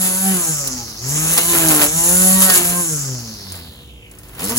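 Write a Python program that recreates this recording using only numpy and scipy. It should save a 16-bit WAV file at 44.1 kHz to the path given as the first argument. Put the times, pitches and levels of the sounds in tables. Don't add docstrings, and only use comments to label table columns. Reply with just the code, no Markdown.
import sys
import numpy as np
from scipy import signal
from scipy.fft import rfft, irfft, next_fast_len
from scipy.io import wavfile
from scipy.ndimage import map_coordinates

SR = 44100
rng = np.random.default_rng(int(sys.argv[2]) if len(sys.argv) > 2 else 0)


def store_wav(level_fs):
    pcm = np.round(np.clip(np.atleast_2d(level_fs), -1, 1) * 32767)
    wavfile.write(sys.argv[1], SR, pcm.T.astype(np.int16))


def elevation(decibels):
    levels = np.asarray(decibels, float)
    return 10 ** (levels / 20)


N = 202379


def unit(x):
    return x / np.sqrt(np.mean(x ** 2) + 1e-20)


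def along(points, x):
    f, v = np.transpose(points)
    return np.interp(np.log(x + 1), np.log(f + 1), v)


def curves(rows):
    s, *cols = np.transpose(rows)
    return [np.interp(np.arange(N) / SR, s, c) for c in cols]


def wobble(knots_per_s):
    knots = rng.standard_normal(int(N * knots_per_s / SR) + 4)
    return map_coordinates(knots, [np.arange(N) * knots_per_s / SR])


def filtered(x, response):
    m = next_fast_len(N + 8192)
    return irfft(rfft(x, m) * response(np.fft.rfftfreq(m, 1 / SR)), m)[..., :N]


def noise(spectrum):
    white = rng.standard_normal((2, N))
    return unit(filtered(white, lambda hz: elevation(along(spectrum, hz))))


def bursts(at, gains, decay_ms):
    kicks = np.bincount(at, gains, minlength=N)[:N]
    return signal.lfilter([1], [1, -np.exp(-1000 / (SR * decay_ms))], kicks)


def bells(rows):
    t = np.arange(N) / SR
    return sum(elevation(db) * np.exp(-(2 * (t - s) / length_s) ** 2) for s, length_s, db in rows)


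# (t/s, f/Hz in turns, first-order hum level/dB as the head tilts)
SHAFT_RUN = [(0.0, 186.2, -25.5), (0.13, 184.8, -30), (0.2, 189.7, -30.5), (0.27, 192.5, -21),
             (0.32, 189.6, -20.5), (0.38, 178.5, -21.5), (0.46, 162.8, -38), (0.5, 160.1, -21),
             (0.56, 147.1, -31.5), (0.65, 137.4, -33.5), (0.74, 127.1, -42), (0.84, 115.7, -33),
             (0.96, 104.4, -52), (1.05, 127.8, -24.5), (1.15, 150.6, -24.5), (1.32, 165.5, -20),
             (1.42, 168.2, -25.5), (1.5, 173.5, -24.5), (1.7, 157.3, -22), (1.78, 149.6, -30.5),
             (1.85, 146.7, -41), (1.9, 152.8, -39), (1.97, 166, -15), (2.02, 168.7, -27),
             (2.12, 177, -19.5), (2.21, 184.6, -20.5), (2.36, 189.1, -19), (2.47, 189.2, -25),
             (2.58, 177.1, -33), (2.67, 174.1, -20.5), (2.8, 177.2, -21), (2.86, 165, -31),
             (2.93, 154.5, -23.5), (2.99, 144.6, -29.5), (3.12, 128.8, -23), (3.22, 117.7, -29.5),
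             (3.37, 103.8, -46), (3.51, 92.5, -32), (3.76, 73.73, -49), (3.96, 60, -39), (4.08, 52.97, -49),
             (4.32, 49.86, -46), (4.37, 65, -42), (4.45, 95.05, -40), (4.52, 116.3, -37),
             (4.59, 126.7, -30)]


def shaft():
    return curves(SHAFT_RUN)


# (t/s, facing the listener level/dB, load of stems level/dB)
LINE_WORK = [(0.0, -0.5, -29.5), (0.06, -2.5, -24.5), (0.14, -1, -29.5), (0.22, -2, -32), (0.28, -3, -30),
             (0.32, -3.5, -26), (0.47, 3.5, -29.5), (0.66, 3, -29.5), (0.78, 2, -31), (0.97, -2.5, -34),
             (1.1, 3, -29), (1.17, 4, -25), (1.36, 0.5, -21), (1.385, -2, -14.5), (1.46, -1, -25.5),
             (1.56, -1, -13.5), (1.6, -0.5, -16), (1.75, 7, -12), (1.8, 6.5, -12.5), (1.84, -1, -8.5),
             (1.9, 3, -26), (2.09, 7, -30), (2.13, 5.5, -27), (2.17, 7, -33), (2.2, 6.5, -30.5),
             (2.3, 5, -29), (2.38, 0.5, -25.5), (2.43, 2, -21.5), (2.52, -2.5, -19), (2.58, 3.5, -15.5),
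             (2.6, -3, -19), (2.71, -3.5, -24), (2.82, 2.5, -33.5), (3.03, 1.5, -31), (3.17, -0.5, -34),
             (3.37, -1.5, -36), (3.48, 0.5, -33.5), (3.56, -3, -26), (3.62, -0.5, -34.5),
             (3.71, -1.5, -37.5), (4.0, 3.5, -50), (4.07, 6, -45), (4.13, -1, -38), (4.33, -14, -33),
             (4.39, -7, -26), (4.45, 0, -18), (4.49, 0, -22.5), (4.52, -1, -20.5), (4.59, -14, -20.5)]


def work():
    return curves(LINE_WORK)


MID_LOAD_DB = -30


def answer(full_db, doubling_db, facing, loading):
    face_db, load_db = work()
    speed_db = doubling_db * np.log2(shaft()[0] / 185)
    return full_db + speed_db + facing * face_db + loading * (load_db - MID_LOAD_DB)


def choke():
    return -11.2 * np.maximum(work()[1] + 15.5, 0)


# (t/s, level/dB)
RUMBLE_LEVEL = [(0.0, -48), (0.5, -42.5), (1.1, -38), (1.5, -37), (1.58, -36), (1.66, -34), (2.25, -36.5),
                (2.75, -42), (2.85, -47), (3.17, -45), (3.24, -40.5), (3.6, -45), (4.05, -55),
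                (4.25, -46.5), (4.59, -38)]
# (f/Hz, relative level/dB)
TRAFFIC_COLOUR = [(25, -37), (64, 1), (140, -0.5), (500, -14.5), (900, -21), (2500, -40), (5000, -35),
                  (7500, -30), (10000, -39), (16000, -55)]
# (f/Hz, relative level/dB)
DRONE_TONES = [(296.1, -58.5), (371.4, -60.5), (479.1, -59)]


def traffic():
    t = np.arange(N) / SR
    rumble_colour = [(25, -59), (45, 6.5), (80, 5.5), (130, -3.5), (300, -19)]
    rumble = elevation(curves(RUMBLE_LEVEL)[0] + 1.7 * wobble(8.7)) * noise(rumble_colour)
    drone = sum(elevation(db + 3.5 + 1.9 * wobble(4.34)) * np.sin(2 * np.pi * hz * t)
                for hz, db in DRONE_TONES)
    return rumble + elevation(-45.5) * noise(TRAFFIC_COLOUR) + drone


# (level/dB at 185 Hz, slope/dB per speed doubling, share of facing, share of load)
LOW_ORDER_RULES = [(-42.5, 4, 0.12, 0.35), (-45, 7.1, 0.1, 0.38), (-45.5, 13.23, 0.18, 0.22)]
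# (f/Hz, level/dB)
YARD_GAIN = [(60, -2), (120, -2.5), (150, 0.5), (160, -2.5), (167, -8.5), (175, -5), (190, 3.5), (250, -1),
             (400, -1), (765, -1)]
# (t/s, length/s, peak rms level/dB)
ORDER_SWELLS = [
    [(.06, 0.052, -52), (.28, 0.066, -37), (.38, 0.1, -31), (.49, 0.056, -36), (.74, 0.089, -34),
     (1.16, 0.2, -47), (1.53, 0.15, -30), (1.69, .16, -21.5), (1.83, .14, -29), (2.1, 0.21, -31.5),
     (2.6, 0.13, -28), (2.84, 0.19, -34.5), (3.13, 0.15, -39), (4.455, 0.061, -31), (4.525, 0.041, -28),
     (4.585, 0.053, -24.5)],
    [(.16, 0.19, -41), (.5, 0.027, -39), (1.16, 0.36, -47), (1.42, 0.049, -54), (1.78, 0.062, -32),
     (1.85, 0.14, -33.5), (2.12, 0.13, -31.5), (2.28, 0.17, -29.5), (2.46, 0.13, -31), (2.78, 0.13, -39.5),
     (2.93, 0.061, -39), (3.12, 0.064, -40), (4.48, 0.055, -36.5)],
    [(.27, 0.085, -30.5), (.44, 0.054, -40), (.64, 0.079, -41), (1.65, 0.16, -30), (1.84, 0.062, -27.5),
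     (2.03, 0.18, -38.5), (2.28, 0.1, -32), (2.49, 0.053, -30.5), (2.7, 0.18, -34), (4.52, 0.049, -31)],
    [(.18, 0.056, -44), (.48, 0.057, -39), (1.7, .1, -37), (2.05, 0.27, -38), (2.4, 0.13, -36),
     (2.77, 0.068, -54), (4.45, 0.051, -33)],
    [(.37, 0.099, -42), (1.52, .16, -34.5), (1.81, 0.061, -35), (2.45, 0.28, -37), (2.78, 0.074, -31),
     (4.52, 0.054, -38)],
    [(.4, 0.076, -41), (.81, 0.063, -38.5), (1.77, 0.032, -35), (2.46, 0.091, -33)],
    [(.25, .2, -43), (2.2, .15, -41), (2.5, .08, -31), (4.52, .05, -37)],
    [(.27, 0.14, -48), (.62, 0.13, -46), (2.52, 0.062, -29), (2.78, 0.089, -43)],
    [(.3, 0.073, -40), (.5, .16, -47), (2.38, 0.066, -35.5), (2.51, 0.079, -26), (4.53, 0.051, -38)],
]


def swell(k):
    return np.sqrt(2) * bells(ORDER_SWELLS[k - 2]) if 2 <= k < 2 + len(ORDER_SWELLS) else 0


def hum(turns):
    speed_hz, first_db = shaft()
    orders_db = [first_db] + [answer(*rule) + 4.7 * wobble(15) for rule in LOW_ORDER_RULES]
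    rough_turns = 0.011 * elevation(0.35 * (work()[1] - MID_LOAD_DB))
    upper_db = answer(full_db=-30, doubling_db=17, facing=0.58, loading=0.45)
    snap_db = answer(full_db=-34.5, doubling_db=28, facing=0.5, loading=0.87) + choke()

    def low_order(k, db):
        level = elevation(db + along(YARD_GAIN, k * speed_hz)) * np.sqrt(2) + swell(k)
        phase_turns = k * turns + np.sqrt(k) * rough_turns * wobble(45)
        return level * np.sin(2 * np.pi * phase_turns + k)

    def upper_order(k, db):
        level = elevation(db + 3 * wobble(7) + 2.2 * wobble(35)) + swell(k)
        phase_turns = k * turns + rng.random() + np.sqrt(k) * rough_turns * wobble(40)
        return level * np.sin(2 * np.pi * phase_turns)

    low = sum(low_order(k, db) for k, db in enumerate(orders_db, 1))
    high = sum(upper_order(k, upper_db - 13.5 - 0.21 * (k - 5)) for k in range(5, 12))
    snap = sum(upper_order(k, snap_db - 10 - 0.1 * (k - 12)) for k in range(12, 28))
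    tone = low + high + snap
    return np.array([tone, np.roll(tone, 311)])


# (f/multiple of shaft speed, relative level/dB)
WHISTLE_COLOUR = [(12, -41.5), (27, -21.5), (34, -1), (40, 6), (46, 8), (55, 8.5), (68, -3.5), (100, -55),
                  (200, -60)]


def whistle(turns):
    level_db = answer(full_db=-20, doubling_db=17, facing=1, loading=0.1633) + choke()
    hz, t, z = signal.stft(rng.standard_normal((2, N)), SR, nperseg=512)
    speed_hz = np.interp(t, np.arange(N) / SR, shaft()[0])
    shape_db = along(WHISTLE_COLOUR, hz[:, None] / speed_hz) * (130 / speed_hz) ** 0.38
    shape = elevation(shape_db)
    even = z * shape / np.sqrt(np.mean(shape ** 2, 0))
    air = signal.istft(even, SR, nperseg=512)[1][:, :N]
    sweep = unit(elevation(2.1 * np.cos(2 * np.pi * turns - 1.2) + 1.17 * wobble(40)))
    return elevation(level_db) * sweep * unit(air)


# (t/s, length/s, peak level/dB before the slash envelope)
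TUFT_BITES = [(.06, 0.098, -21.5), (.28, 0.047, -41), (.45, .1, -44), (1.1, .06, -33), (1.34, 0.094, -22.5),
              (1.46, 0.077, -21), (1.56, 0.14, -24), (1.7, 0.099, -17.5), (1.76, 0.042, -22),
              (1.84, 0.052, -15.5), (2.08, 0.079, -23), (2.17, .05, -22), (2.3, 0.085, -31),
              (2.43, 0.042, -17), (2.55, 0.065, -17.5), (2.67, 0.1, -21), (4.45, 0.054, -25.5),
              (4.5, 0.038, -24.5), (4.57, 0.031, -19.5)]
# (f/Hz, relative level/dB)
SLASH_COLOUR = [(200, -49), (800, -14.5), (2500, -9.5), (5000, -5.5), (8000, 6), (11000, 6), (13500, 3.5),
                (15000, -4.5), (16500, -3.5)]


def cutting(turns):
    free = elevation(answer(full_db=-21, doubling_db=36, facing=1, loading=0.3163))
    loaded = elevation(answer(full_db=-31.5, doubling_db=7, facing=0.3, loading=0.77)) + bells(TUFT_BITES)
    at = np.flatnonzero(np.diff(np.floor(turns + 0.3)))
    jitter, toughness = rng.standard_normal((len(at), 2)).T
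    slash_at = np.clip(at + (25 * jitter).astype(int), 0, N - 1)
    slash = bursts(slash_at, elevation(1.14 * toughness + 1.3 * wobble(12)[at]), decay_ms=2.8)
    bits = bursts(rng.integers(0, N, 2500), elevation(2.7 * rng.exponential(size=2500)), decay_ms=0.39)
    envelope = unit(unit(slash) + 0.19 * unit(bits) + 0.39)
    return np.hypot(free, loaded) * envelope * noise(SLASH_COLOUR)


# (f/Hz, relative level/dB)
WHIRR_COLOUR = [(60, -64), (150, -1), (300, -2.5), (700, -3.5), (1500, -5.5), (3000, -5.5), (6000, -20.5),
                (16500, -7)]


def whirr(turns):
    at = np.flatnonzero(np.diff(np.floor(turns + 1.1)))
    chop = bursts(at, elevation(rng.uniform(-11, 11, len(at))), decay_ms=6.5)
    return elevation(work()[1] - 5) * unit(1.6 * unit(chop) + 1) * noise(WHIRR_COLOUR)


# (t/s, relative level/dB, body level/dB added to it)
STRIKE_HITS = [(0.015, -11.5, -4), (0.6734, -3, -19), (1.3763, 0, -1.5), (1.382, -5, -27),
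               (1.4125, -6, -25), (1.5642, -12, -23), (1.6844, -1, -27), (1.716, -6, -22),
               (1.8147, -6, 2.5), (1.84, -4, -23), (2.4204, -2.5, -1), (2.499, -5.5, 6), (2.5475, -2, -12),
               (2.5793, -15, -27), (2.8474, -23, -22), (3.5206, -15.5, -13), (3.5549, -25, -1),
               (4.072, -46, -3), (4.1124, -25, -20), (4.15, -34, -12), (4.1714, -47, -18),
               (4.1863, -24, -21), (4.2335, -36, 5), (4.2854, -30, -21), (4.3492, -28, -11),
               (4.3927, -17.5, -3), (4.4045, -16, -10), (4.4404, -8.5, -27), (4.4956, -6, -32),
               (4.575, 0.5, -30)]
# (f/Hz, relative level/dB)
CRACK_COLOUR = [(1500, -39), (4000, -10), (7000, -3), (9000, 7.5), (12000, -9), (16500, -3)]


def strikes():
    s, hit_db, body_db = np.transpose(STRIKE_HITS)
    at = np.round(s * SR).astype(int)
    body_colour = [(300, -68), (1100, 7.5), (1800, -7.5), (2700, 3.5), (4000, 3.5), (7000, 2)]
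    crack = bursts(at, elevation(hit_db - 9), decay_ms=7.8) * noise(CRACK_COLOUR)
    body = bursts(at, elevation(hit_db + body_db - 7), decay_ms=10.6) * noise(body_colour)
    return crack + body


# (delay/ms, relative level/dB)
FENCE_ECHOES = [(2.9, -17.5), (7.3, -8.5), (11.9, -9), (17.1, -39)]


def fenced(x):
    echoes = sum(elevation(db) * np.roll(x, round(ms * SR / 1000), axis=1) for ms, db in FENCE_ECHOES)
    return x + echoes * elevation(-8)


# (f/Hz, likeness/0-1, left-right phase/rad, left-right level/dB)
STEREO_IMAGE = [(0, .95, -.1, -.7), (200, .96, -.15, 1), (450, .9, -.1, .5), (700, .75, .8, -2.5),
                (1500, .75, .7, -1), (2600, .6, 3.1, -1), (3500, .6, 3.6, -1), (4400, .3, 6.3, -1),
                (5600, .2, 6.3, 0), (6800, .6, 6.1, 0), (8350, .998, 3.14, 0), (8950, .998, 3.14, 0),
                (9700, .7, 1.6, 0), (10400, .998, 0, 0), (11700, .998, 0, 0), (12300, .6, -1.6, 0),
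                (12900, .998, -3.14, 0), (14150, .998, -3.14, 0), (14550, .5, -5.3, 0),
                (15100, .998, -6.28, 0)]


def stereo(pair):
    f, alike, phase_rad, tilt_db = np.transpose(STEREO_IMAGE)

    def channel(side):
        def response(hz):
            share = np.arccos(np.clip(np.interp(hz, f, alike), 0, 1)) / 2
            gain = elevation(side * np.interp(hz, f, tilt_db) / 2)
            turned = gain * np.exp(0.5j * side * np.interp(hz, f, phase_rad))
            return turned * [np.cos(share), side * np.sin(share)]
        return response

    return np.array([filtered(pair, channel(side)).sum(0) for side in (1, -1)])


def scene():
    turns = np.cumsum(shaft()[0]) / SR
    far = traffic()
    tones = hum(turns)
    hiss = whistle(turns) + cutting(turns) + whirr(turns) + strikes()
    return stereo(far + tones + fenced(hiss))


def band_limit(x):
    return signal.sosfilt(signal.butter(12, 16510, fs=SR, output="sos"), x)


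def record(dry):
    limited = filtered(dry, lambda hz: hz < 15850)
    mix = np.clip(limited, -1, 1)
    return band_limit(mix)


dry = scene()
out = record(dry)
store_wav(out)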